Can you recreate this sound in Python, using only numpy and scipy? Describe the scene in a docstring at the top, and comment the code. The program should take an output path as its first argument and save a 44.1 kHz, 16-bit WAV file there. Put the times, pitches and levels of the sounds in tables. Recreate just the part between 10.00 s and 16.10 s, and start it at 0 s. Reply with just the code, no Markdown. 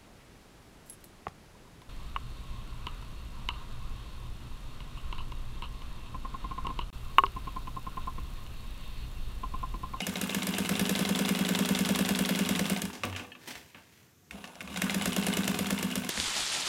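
"""A walking-foot industrial sewing machine stitches webbing onto canvas in a small workshop, in two runs.
Shaft angle times every stitch: two presser feet land in turn as noise bursts, the linkage ticks, the table booms.
Contacts excite resonances of the iron head; gears rattle as tooth impulses and noise that follow shaft speed.
Between the runs the mechanism clunks to rest, a hand slides over the cloth as shaped noise,
and the servo whines, a wavering tone, as it creeps into the second run. Faint ventilation lies behind."""
import sys
import numpy as np
from scipy import signal
from scipy.fft import rfft, irfft
from scipy.io import wavfile

SR = 44100
rng = np.random.default_rng(int(sys.argv[2]) if len(sys.argv) > 2 else 0)


def pcm_store(signal):
    """Save signal as 16-bit PCM."""
    levels = np.round(np.clip(np.atleast_2d(signal), -1, 1) * 32767)
    wavfile.write(sys.argv[1], SR, levels.astype(np.int16).T)


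N = 269010
TIME = np.arange(N) / SR
# Levels in the tables are relative: the functions add offsets. All *_COLOUR tables: hz, level_db


def undb(db):
    """Decibels to gain."""
    return 10 ** (np.asarray(db) / 20)


def curve(rows, axis=1):
    """One column of a table, joined by straight lines in time."""
    rows = np.array(rows)
    return np.interp(TIME, rows[:, 0], rows[:, axis])


def fade(t60_s):
    """Exponential decay, cut at half a second."""
    return np.exp(-np.log(1000) * TIME[:SR // 2] / max(t60_s, 1 / SR))


def add(track, at_s, sound):
    """Mix a sound into a track at a given time."""
    start = int(np.clip(at_s * SR, 0, N))
    track[start:start + len(sound)] += sound[:N - start]


def colour(x, points, size=4096):
    """Minimum-phase filter through (hz, level_db) points, unit power gain for white noise."""
    hz, db = np.transpose(points)
    bin_hz = np.fft.rfftfreq(size, 1 / SR)
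    gain = undb(np.interp(np.log(bin_hz + 1), np.log(hz), db))
    cepstrum = irfft(np.log(gain))[:size // 2]
    cepstrum[1:] *= 2  # fold to a causal response
    response = irfft(np.exp(rfft(cepstrum, size)))
    return signal.oaconvolve(x, response / np.linalg.norm(response))[:N]


def noise(points):
    """Coloured noise of rms 1."""
    return colour(rng.standard_normal(N), points)


def walk(rate_hz):
    """Random wander: straight lines between normal draws, rate_hz draws per second."""
    return np.interp(TIME * rate_hz, np.arange(N), rng.standard_normal(N))


def uneven(at_s, spread_db):
    """A random dB offset for each stitch."""
    return spread_db * rng.standard_normal(len(at_s))


def blows(times_s, levels_db, t60_s, tail_db, tail_t60_s, alike, rise_t60_s):
    """Metal contacts: short chatter and longer tail of noise, partly the same at every blow."""
    track, same = np.zeros(N), rng.standard_normal(SR // 2)
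    decay = fade(t60_s) + undb(tail_db) * fade(tail_t60_s)
    shape = decay * (1 - fade(rise_t60_s))
    for at, db in zip(times_s, levels_db):
        chatter = np.sqrt(alike) * same + np.sqrt(1 - alike) * rng.standard_normal(SR // 2)
        add(track, at, undb(db) * shape * chatter)
    return track


def ring(modes, times_s, levels_db):
    """Decaying modes; neighbours start in opposite directions, so they beat against each other."""
    tone = np.zeros(SR // 2)
    for k, (hz, db, t60_s) in enumerate(modes):
        tone += (-1) ** k * undb(db) * fade(t60_s) * np.sin(2 * np.pi * hz * TIME[:SR // 2])
    track = np.zeros(N)
    for at, db in zip(times_s, levels_db):
        add(track, at, undb(db) * tone)
    return track


# shaft, one turn a stitch: time_s, turns_per_s
SHAFT_SPEED = [(0, 6.176), (.8, 10.038), (.92, 10.228), (1.1, 10.028), (2.46, 9.977), (2.75, 9.218),
               (2.85, 4.315), (3.03, 0), (4.31, 0), (4.35, 1.6), (4.6, .2), (4.74, 6.352), (4.95, 8.73),
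               (5.25, 9.858), (5.4, 9.383), (6.1, 7.147)]
FULL_TURNS_PER_S = 10


def speed_at(times_s):
    """Shaft speed in turns per second."""
    return np.interp(times_s, *np.transpose(SHAFT_SPEED))


def force_db(at_s, slope_db):
    """Level against speed: slope in dB per doubling, zero at full speed, floor at 0.6 of full speed."""
    return slope_db * np.log2(np.clip(speed_at(at_s) / FULL_TURNS_PER_S, .6, None))


# runs of stitches: start_s, first_outer_landing_s, end_s
RUNS = [(0, .0666, 2.93), (4.74, 4.8178, 6.1)]


def passes(share):
    """Times at which the shaft passes a given share of its turn, in all runs."""
    turns, times = np.cumsum(curve(SHAFT_SPEED)) / SR, []
    for start, first, end in RUNS:
        low, zero, high = np.interp([start, first, end], TIME, turns)
        marks = zero + share + np.arange(-1, high - zero)
        inside = marks[(marks > low) & (marks < high)]
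        times.extend(np.interp(inside, turns, TIME))
    return np.array(times)


def shaft_turns():
    """Shaft angle in turns; whole numbers are landings of the outer foot."""
    turns = np.cumsum(curve(SHAFT_SPEED)) / SR
    first_landing = np.where(TIME < RUNS[1][0], RUNS[0][1], RUNS[1][1])
    return turns - np.interp(first_landing, TIME, turns)


# table and stand: hz, level_db, t60_s
TABLE_MODES = [(174.9, -1, .24), (200.3, 0.34, 0.26), (248.6, -9.5, 0.46), (275, -9, 0.088),
               (322.6, -30.5, .4), (409, -18.5, 0.39), (462.2, -20, 0.32), (496, -14.5, 0.094)]
# steel on steel; slap on the bed plate
SNAP_COLOUR = [(300, -37), (1300, 7.5), (2200, -5), (5000, -4.5), (6200, 4.5), (9800, 3.5), (11500, -1),
               (13500, 3), (15000, -4), (16000, -14)]
CLACK_COLOUR = [(140, 11), (260, 4), (420, 8), (800, -24.5), (1300, -1.5), (2000, 4), (3500, -1),
                (4300, -1.5), (5000, 2), (6200, -11), (9800, -7), (11500, -7), (13500, -1), (16000, -51)]
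OUTER_DB = -14


def outer_foot():
    """Steel snaps on steel and slaps the bed plate; then the feed pulls and shakes the table."""
    at = passes(0)
    db = OUTER_DB + force_db(at, slope_db=1.5) + uneven(at, spread_db=1.36)
    snap = blows(at + .0007, db - 8.5, t60_s=.0085, tail_db=-19.5, tail_t60_s=.076,
                 alike=.6, rise_t60_s=.0027)
    slap = blows(at + .0016, db - 14.5, t60_s=.014, tail_db=-10.5, tail_t60_s=.11,
                 alike=.6, rise_t60_s=.0031)
    boom_db = force_db(at, slope_db=8) - 23.2 + uneven(at, spread_db=.55)
    boom = ring(TABLE_MODES, at + .00989, boom_db)
    return colour(snap, SNAP_COLOUR) + colour(slap, CLACK_COLOUR), boom + bed_plate(at)


BED_START_HZ, BED_END_HZ, BED_SAG_S, BED_DB = 780.6, 419.4, .01192, -29
THUMP_HZ, THUMP_DB = 337, -27.5
BED_PITCH_SPREAD, BED_SPREAD_DB = .05, 2


def bed_plate(times_s):
    """Plate under the outer foot: a thump and a flexing tone that sags; the cloth varies each slap."""
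    track, age = np.zeros(N), TIME[:SR // 2]
    for at, (size, stiff, weight) in zip(times_s, rng.standard_normal((len(times_s), 3))):
        hz = BED_END_HZ + (BED_START_HZ - BED_END_HZ) * np.exp(-age / BED_SAG_S)
        hz = hz * (1 + BED_PITCH_SPREAD * stiff)
        flex = fade(.085) * (1 - fade(.024)) * np.sin(2 * np.pi * np.cumsum(hz) / SR)
        flex *= undb(BED_DB + BED_SPREAD_DB * size)
        thump = fade(.02) * np.sin(2 * np.pi * THUMP_HZ * age)
        thump *= undb(THUMP_DB + BED_SPREAD_DB * weight)
        add(track, at + .002, undb(force_db(at, slope_db=10)) * (flex + thump))
    return track


# landing force as layers of webbing pass under: time_s, level_db
INNER_FORCE = [(0, -19.5), (.16, -20), (.29, -19.5), (.42, -22.5), (.65, -26.5), (.95, -20), (2.3, -22.5),
               (2.55, -23.5), (4.76, -22), (4.9, -18), (5.02, -24.5), (5.75, -25.5), (6.1, -29)]
KNOCK_COLOUR = [(130, -30), (400, -3), (740, 3), (1100, -16.5), (2100, 2.5), (2900, -3), (3750, 2.5),
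                (4600, -10.5), (6000, -8), (10000, -20), (16000, -23)]
# bar of the foot: hz, level_db, t60_s
INNER_BAR_MODES = [(738, 4.5, 0.054), (2092, 2.5, 0.066), (2740, -4, 0.027), (3685, 0.5, 0.029),
                   (5030, -4, 0.046)]
# guide of the bar: hz, level_db, t60_s
GUIDE_MODES = [(3520, 2, 0.012), (4080, 1.5, 0.011), (4500, -6, 0.013), (5100, -6, 0.014)]
INNER_TURN = .597  # share of a turn after the outer foot
REBOUND_MIN_S, REBOUND_MAX_S = .001, .003


def inner_foot():
    """A knock through webbing rings the foot's bar, which clacks and rebounds in its guide at speed."""
    at = passes(INNER_TURN)
    db = np.interp(at, *np.transpose(INNER_FORCE)) + uneven(at, spread_db=1)
    knock = blows(at + .00078, db - 11, t60_s=.027, tail_db=-15.5, tail_t60_s=.032,
                  alike=.49, rise_t60_s=.0009)
    bar = ring(INNER_BAR_MODES, at + .001605, db - 18.5)
    clack_db = db + np.minimum(force_db(at, slope_db=26), 0) - 6.5
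    rebound_s = rng.uniform(REBOUND_MIN_S, REBOUND_MAX_S, len(at))
    clack = ring(GUIDE_MODES, at + .000838, clack_db)
    rebound = ring(GUIDE_MODES, at + .0008 + rebound_s, clack_db - 11 + uneven(at, spread_db=1.5))
    boom = ring(TABLE_MODES, at + .00691, force_db(at, slope_db=-1) - 34)
    return colour(knock, KNOCK_COLOUR), boom + bar + clack + rebound


# contacts within the stitch: turn_share_after_outer_foot, bright_tick_db, dull_knock_db, t60_s
LINKS = [(.178, -37.5, -40, 0.025), (.3, -54, -38, 0.011), (.352, -60, -39.5, 0.024),
         (.487, -40, -40, 0.008), (.684, -35, -36, 0.021), (.78, -42.5, -47.5, 0.011),
         (.84, -58, -39.5, 0.014), (0.979, -53, -37, 0.016)]
TICK_COLOUR = [(300, 12.5), (1500, 4), (3200, 7.5), (5000, 8.5), (7500, 9), (11000, 5), (16000, -2.5)]
LINK_COLOUR = [(130, -32), (300, 6.5), (450, -4), (700, -8), (950, -0.5), (1250, -5.5), (1550, -2.5),
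               (2700, -7), (4000, -16.5), (16000, -26)]


def linkage():
    """Feed, levers, needle bar and hook each take up their play at their own point of the turn."""
    ticks, knocks = np.zeros((2, N))
    for share, tick_db, knock_db, t60_s in LINKS:
        at = passes(share)
        db = force_db(at, slope_db=4.5) + uneven(at, spread_db=3)
        ticks += blows(at, db + tick_db, t60_s, tail_db=-21, tail_t60_s=.2,
                       alike=.53, rise_t60_s=.0021)
        knocks += blows(at, db + knock_db, t60_s, tail_db=-16, tail_t60_s=.13,
                        alike=.59, rise_t60_s=.0044)
    return colour(ticks, TICK_COLOUR) + colour(knocks, LINK_COLOUR)


# hook and bobbin case: hz, level_db, t60_s
HOOK_MODES = [(2950, 3.5, 0.055), (7720, -4, 0.036), (7950, -5.5, 0.044), (9060, -19, 0.014),
              (10900, 3.5, .018)]
HOOK_TURN, HOOK_DB = .688, -41.5


def hook():
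    """Just after the inner foot the hook and its case chink brightly."""
    at = passes(HOOK_TURN)
    return ring(HOOK_MODES, at, HOOK_DB + force_db(at, slope_db=14) + uneven(at, spread_db=4.5))


# iron head and its steel parts: hz, level_db, t60_s
HEAD_MODES = [(600, 7.5, 0.54), (710, -3.5, 0.044), (931, 1, 0.088), (1078, -4.5, 0.084), (1192, -3, 0.025),
              (1513, -2, 0.024), (1682, -4, 0.016), (2130, -0.5, 0.027), (2450, -9, 0.006),
              (2760, -1.5, 0.009), (3300, -1, 0.041), (3520, -4, 0.017), (3840, -4, 0.01),
              (4950, -5.5, 0.028), (7040, -1.5, 0.033), (8150, -8, 0.025), (10200, -6, 0.007)]


def head(force):
    """The casting passes each contact on and rings at its own modes, as two-pole resonators."""
    out = force.copy()
    for hz, db, t60_s in HEAD_MODES:
        r = np.exp(-np.log(1000) / (t60_s * SR))
        poles = [1, -2 * r * np.cos(2 * np.pi * hz / SR), r * r]
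        out += undb(db) * signal.lfilter([1 - r, 0, r - 1], poles, force)
    return out


POWER_OFF_S, POWER_ON_S, POWER_FALL_DB_PER_S = 3.28, 4.31, 148
GEAR_CRAWL_DB, GEAR_DB_PER_TURN_PER_S = -51, 1.7565


def gear_db():
    """The gear grows louder with speed and dies away while the servo is off."""
    off_s = (TIME < POWER_ON_S) * np.maximum(TIME - POWER_OFF_S, 0)
    return GEAR_CRAWL_DB + GEAR_DB_PER_TURN_PER_S * curve(SHAFT_SPEED) - POWER_FALL_DB_PER_S * off_s


def teeth(turns, count):
    """Tiny contacts of gears and bearings, the same in every turn; rms 1 at full speed."""
    tooth = np.floor(turns * count).astype(int) % count
    meets = np.diff(tooth, prepend=tooth[0]) != 0
    return meets * rng.standard_normal(count)[tooth] * np.sqrt(SR / (count * FULL_TURNS_PER_S))


GEAR_COLOUR = [(35, -48), (55, -4), (90, 4), (140, 6.5), (300, 7), (480, -0.5), (700, -1), (1100, -0.5),
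               (1900, -7.5), (2800, 0), (4500, -9), (8000, -10.5), (13000, -15.5), (16000, -20)]
GRIND_COLOUR = [(300, -9), (550, -2), (750, 3), (1000, -5.5), (1400, -7), (2200, -23), (8000, -33)]
# servo effort against the load; the first value also holds before its time: time_s, effort_share
CREEP = [(4.3, 0.095), (4.31, 1), (4.35, 0.9), (4.66, 0.77), (4.8, 0)]
GEAR_EASE_DB_PER_TURN = 10  # at full speed
WHINE_HZ, WHINE_DB, WHINE_START_S = 9975, -68, 4.338


def gear():
    """Hook and gears rattle and ease after each landing; grind and the servo's switching tone track effort."""
    turns = shaft_turns()
    since_landing = np.minimum(turns % 1, (turns - INNER_TURN) % 1)
    load_db = -GEAR_EASE_DB_PER_TURN * since_landing * curve(SHAFT_SPEED) / FULL_TURNS_PER_S
    mesh = colour(teeth(turns, count=600), GEAR_COLOUR) + undb(-.5) * noise(GEAR_COLOUR)
    rattle = mesh * undb(gear_db() + load_db + 2.97 * walk(250) - 9.5)
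    grind = noise(GRIND_COLOUR) * undb(-60 + 5.3 * walk(90))
    whine = np.sin(2 * np.pi * WHINE_HZ * TIME + 1.1 * walk(110))
    whine *= undb(WHINE_DB + 3 * walk(40)) * (TIME > WHINE_START_S)
    return rattle + curve(CREEP) * (grind + whine)


# flicks of the thread: start_s, level_db
THREAD_TICKS = [(.1378, -28), (.274, -24), (.5318, -33), (3.0529, -20.5), (3.268, -45), (4.6275, -30)]
THREAD_COLOUR = [(2000, -23), (4500, -8), (8000, -4), (13500, -2), (16000, -3)]
FLICK_TURN, FLICK_DB = .332, -23


def thread_ticks():
    """The thread flicks off the hook with a thin tick: every turn, louder at speed, and at listed times."""
    turn_at = passes(FLICK_TURN)
    at, db = np.transpose(THREAD_TICKS)
    at = np.append(at, turn_at)
    db = np.append(db, FLICK_DB + force_db(turn_at, slope_db=16))
    flicks = blows(at, db, t60_s=.0018, tail_db=-32, tail_t60_s=.03, alike=0, rise_t60_s=.0005)
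    return colour(flicks, THREAD_COLOUR)


# taut thread in its guides: start_s, level_db, pitch_hz, t60_s
SQUEAKS = [(.022, -46.5, 2870, 0.079), (.321, -46, 2760, .038), (0.562, -46, 2750, 0.042),
           (4.86, -50, 1486, 0.08), (5.919, -45.5, 2880, 0.031)]


def thread():
    """Short rough squeaks as the thread sticks and slips."""
    track = np.zeros(N)
    for at, db, hz, t60_s in SQUEAKS:
        shape = fade(t60_s) * (1 - fade(.048)) ** 2
        tone = np.sin(2 * np.pi * hz * TIME + 1.2 * walk(787))[:SR // 2]
        add(track, at, undb(db + 12.5) * tone * shape / shape.max())
    return track


# pedal, brake and levers: start_s, level_db, click_t60_s, thud_db, crack_db, lifter_db, latch_db
CLUNKS = [(2.9304, -38, 0.38, 7, 5, -22, -25), (2.9516, -37, .054, -8, 6.5, -26, -25),
          (3.034, -20.5, .14, -1, -4.5, -15, -20), (3.0974, -36, .04, -11, 3, -25, -16),
          (3.126, -31.5, 0.12, -1, -8, -22, -16), (3.149, -34, .05, -9, -18, -23, -11),
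          (3.162, -26, 0.19, -12, -2.5, -27, -21), (3.1947, -31, 0.11, 0.5, -6, -19, -14),
          (3.2455, -43, .06, -2, -20, -8, -22), (3.318, -41.5, .06, -18, -21, -27, -3.5),
          (3.3502, -39.5, 0.095, -5, -27, -18, -16), (3.5537, -32, 0.098, -19, -2.5, -28, -24),
          (3.745, -38.5, 0.28, -3.5, -19, -23, -21), (4.4407, -30.5, 0.061, -13, -2, -24, -23),
          (4.453, -44, 0.03, -15, 7, -29, -25), (4.475, -43, .021, -21, 8, -28, -20),
          (4.554, -37, 0.024, -17, 1, -30, -29), (4.612, -32, .04, -6, 0, -21, -28),
          (4.675, -34, .052, -19, -4, -16, -25), (4.713, -42, .025, -12, -1, -25, -26)]
CLUNK_COLOUR = [(100, 4.5), (500, -3), (1100, -1.5), (1700, 0), (2900, -0.5), (3700, -8.5), (5700, -21),
                (8000, -32), (16000, -36)]
CRACK_COLOUR = [(1500, -16), (4000, 1), (5700, 4.5), (8500, -3), (11000, -8), (16000, -13)]
THUD_COLOUR = [(40, 18), (90, -13), (280, 10), (520, -1.5), (800, 3.5), (1150, -8), (1700, -7), (5000, -25)]
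# foot-lifter linkage: hz, level_db, t60_s
LIFTER_MODES = [(247.5, -2, 0.45), (314, -9, 0.18), (491, -6.5, 0.34), (581, -2.5, 0.21), (1000, -9, 0.2),
                (1160, 5, 0.088), (1820, -11, .14), (2390, 4, 0.072), (2650, 5.5, 0.045), (2870, -8, .075),
                (3770, -10, 0.15)]
# latch that the levers strike: hz, level_db, t60_s
LATCH_MODES = [(1760, 0, 0.066), (2607, -1, 0.081), (2880, 0, 0.1), (3170, 2, .05), (4300, -12, 0.046)]


def clunks():
    """Levers hit stops: click, table thud and bare-steel crack; the lifter linkage and latch ring on."""
    clicks, cracks, thuds = np.zeros((3, N))
    for at, db, t60_s, thud_db, crack_db, _, _ in CLUNKS:
        click, crack, thud = rng.standard_normal((3, SR // 2))
        strike = undb(db - 15.5) * (fade(t60_s) + fade(.0087))
        add(clicks, at + .00056, strike * click)
        add(cracks, at + .00062, strike * undb(crack_db - 3) * crack)
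        add(thuds, at + .00219, undb(db + thud_db - 13.5) * fade(.45) * thud)
    at, db, _, thud_db, _, lifter_db, latch_db = np.transpose(CLUNKS)
    body = ring(TABLE_MODES, at, db + thud_db - 18.5)
    body += ring(LIFTER_MODES, at + .00122, db + lifter_db)
    body += ring(LATCH_MODES, at + .001004, db + latch_db)
    contacts = colour(clicks, CLUNK_COLOUR) + colour(cracks, CRACK_COLOUR)
    return contacts, body + colour(thuds, THUD_COLOUR)


# start_s, level_db
JOLTS = [(4.334, -41), (4.388, -46), (4.632, -42.5), (4.699, -42)]


def jolts():
    """The shaft takes up the load and rocks the table, which rings at its modes."""
    return ring(TABLE_MODES, *np.transpose(JOLTS))


# two as the drive takes up, one with the second run's first outer-foot landing: start_s, level_db
CLANKS = [(4.3092, -39.5), (4.6062, -37), (4.8194, -28.5)]
# shaft and coupling: hz, level_db, t60_s
SHAFT_MODES = [(1470, 0.5, .02), (1870, -3, .03), (2160, 0.5, 0.038), (2480, 5, 0.019), (2760, 0, 0.045),
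               (3600, -1, 0.018), (5050, -15, 0.023)]


def clanks():
    """Hard steel clanks: a noisy contact with the ringing modes of shaft and coupling."""
    at, db = np.transpose(CLANKS)
    contact = blows(at, db - 5, t60_s=.011, tail_db=-8, tail_t60_s=.091, alike=.8, rise_t60_s=.001)
    return ring(SHAFT_MODES, at, db) + colour(contact, TICK_COLOUR)


# belt under braking or load: start_s, length_s, pitch_hz, level_db
GROANS = [(2.959, 0.29, 92.4, -42.5), (4.292, 0.084, 67.3, -49), (4.615, 0.12, 74.5, -47.5)]
GROAN_SAG_HZ_PER_S = 30


def belt():
    """Low, uneven groans that swell, sag in pitch and fade."""
    track = np.zeros(N)
    for at, length_s, hz, db in GROANS:
        age = np.clip(TIME - at, 0, length_s)
        pitch_hz = (hz - GROAN_SAG_HZ_PER_S * (age - length_s / 2)) * (1 + .057 * walk(40))
        swell = np.sin(np.pi * age / length_s) ** 2
        tone = np.sin(2 * np.pi * np.cumsum(pitch_hz) / SR)
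        track += undb(db + 2 * walk(25.5)) * swell * tone
    return track


# stand: hz, level_db, t60_s
STAND_MODES = [(93.6, -0.5, 0.13)]


def stand():
    """Slow stitches give the stand time to sway; at full speed it moves less."""
    at = passes(0)
    db = force_db(at, slope_db=-13.5) - 51 + uneven(at, spread_db=5.5)
    return ring(STAND_MODES, at + .0203, db)


RUMBLE_COLOUR = [(110, -55), (152, -22), (176, 0), (205, 0), (230, -14), (252, -3), (290, -22), (600, -55)]


def rumble():
    """The table hums between the blows: low noise at a level that follows the gear."""
    return noise(RUMBLE_COLOUR) * undb(gear_db() - 10)


# hand and sleeve on canvas: start_s, attack_s, hold_s, release_t60_s, level_db
STROKES = [(3.367, 0.1, 0.12, 0.46, -52), (3.469, 0.0081, 0.0099, 0.2, -43),
           (3.62, 0.17, 0.25, 0.39, -63.5)]
CLOTH_COLOUR = [(35, -43), (60, -23), (139, -10), (217, -12), (250, -6), (803, -17.5), (924, -11.5),
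                (1140, -22.5), (1820, -10.5), (16000, -29)]


def cloth():
    """Skin and sleeve catch and slip on the weave; each stroke swells, holds and dies away."""
    pressure = np.zeros(N)
    for at, attack_s, hold_s, release_t60_s, db in STROKES:
        after = np.maximum(TIME - at - attack_s - hold_s, 0)
        swell = np.clip((TIME - at) / attack_s, 0, 1)
        pressure += undb(db) * swell * np.exp(-np.log(1000) * after / release_t60_s)
    return noise(CLOTH_COLOUR) * pressure * undb(2.9 * walk(300))


def workshop(x, wet_db, t60_s):
    """A cluttered room: a short diffuse noise tail, strongest in the low bass."""
    tail = fade(t60_s) * (1 - fade(.076)) * rng.standard_normal(SR // 2)
    wet = signal.oaconvolve(x, tail / np.linalg.norm(tail))[:N]
    room_colour = [(80, 5.5), (140, -9.5), (250, -7.5), (600, 1), (3000, -5.5), (8000, -2), (16000, -1.5)]
    return x + undb(wet_db) * colour(wet, room_colour)


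# ventilation: hz, level_db
AIR_COLOUR = [(15, -48), (25, -30), (92, 6), (161, 4), (256, -2), (451, -5), (775, -29), (1130, -12),
              (4870, -18.5), (6380, -14), (9070, -22), (14800, -18), (16000, -36)]
AIR_DB = -62.5


def ventilation():
    """Faint air noise with a slowly wandering level."""
    return noise(AIR_COLOUR) * undb(AIR_DB + walk(6.5))


def scene():
    """The machine and the hand in the room, over faint ventilation."""
    outer_contacts, outer_boom = outer_foot()
    inner_contacts, inner_boom = inner_foot()
    clunk_contacts, clunk_boom = clunks()
    contacts = outer_contacts + inner_contacts + clunk_contacts
    booms = outer_boom + inner_boom + clunk_boom + jolts()
    # the booms carry little below the table's first modes
    booms = signal.sosfilt(signal.butter(3, 135, "high", fs=SR, output="sos"), booms)
    machine = undb(1.5) * head(contacts + linkage() + gear()) + booms
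    machine += hook() + thread_ticks() + thread() + clanks() + belt() + stand() + rumble()
    return (workshop(machine + cloth(), wet_db=-10, t60_s=.36) + ventilation())[None]


def record(dry):
    """A small microphone: no deep bass, and a steep cut at the top."""
    thin = signal.sosfilt(signal.butter(6, 44, "high", fs=SR, output="sos"), dry)
    return signal.sosfilt(signal.ellip(10, .2, 80, 16000, fs=SR, output="sos"), thin)


dry = scene()
out = record(dry)
pcm_store(out)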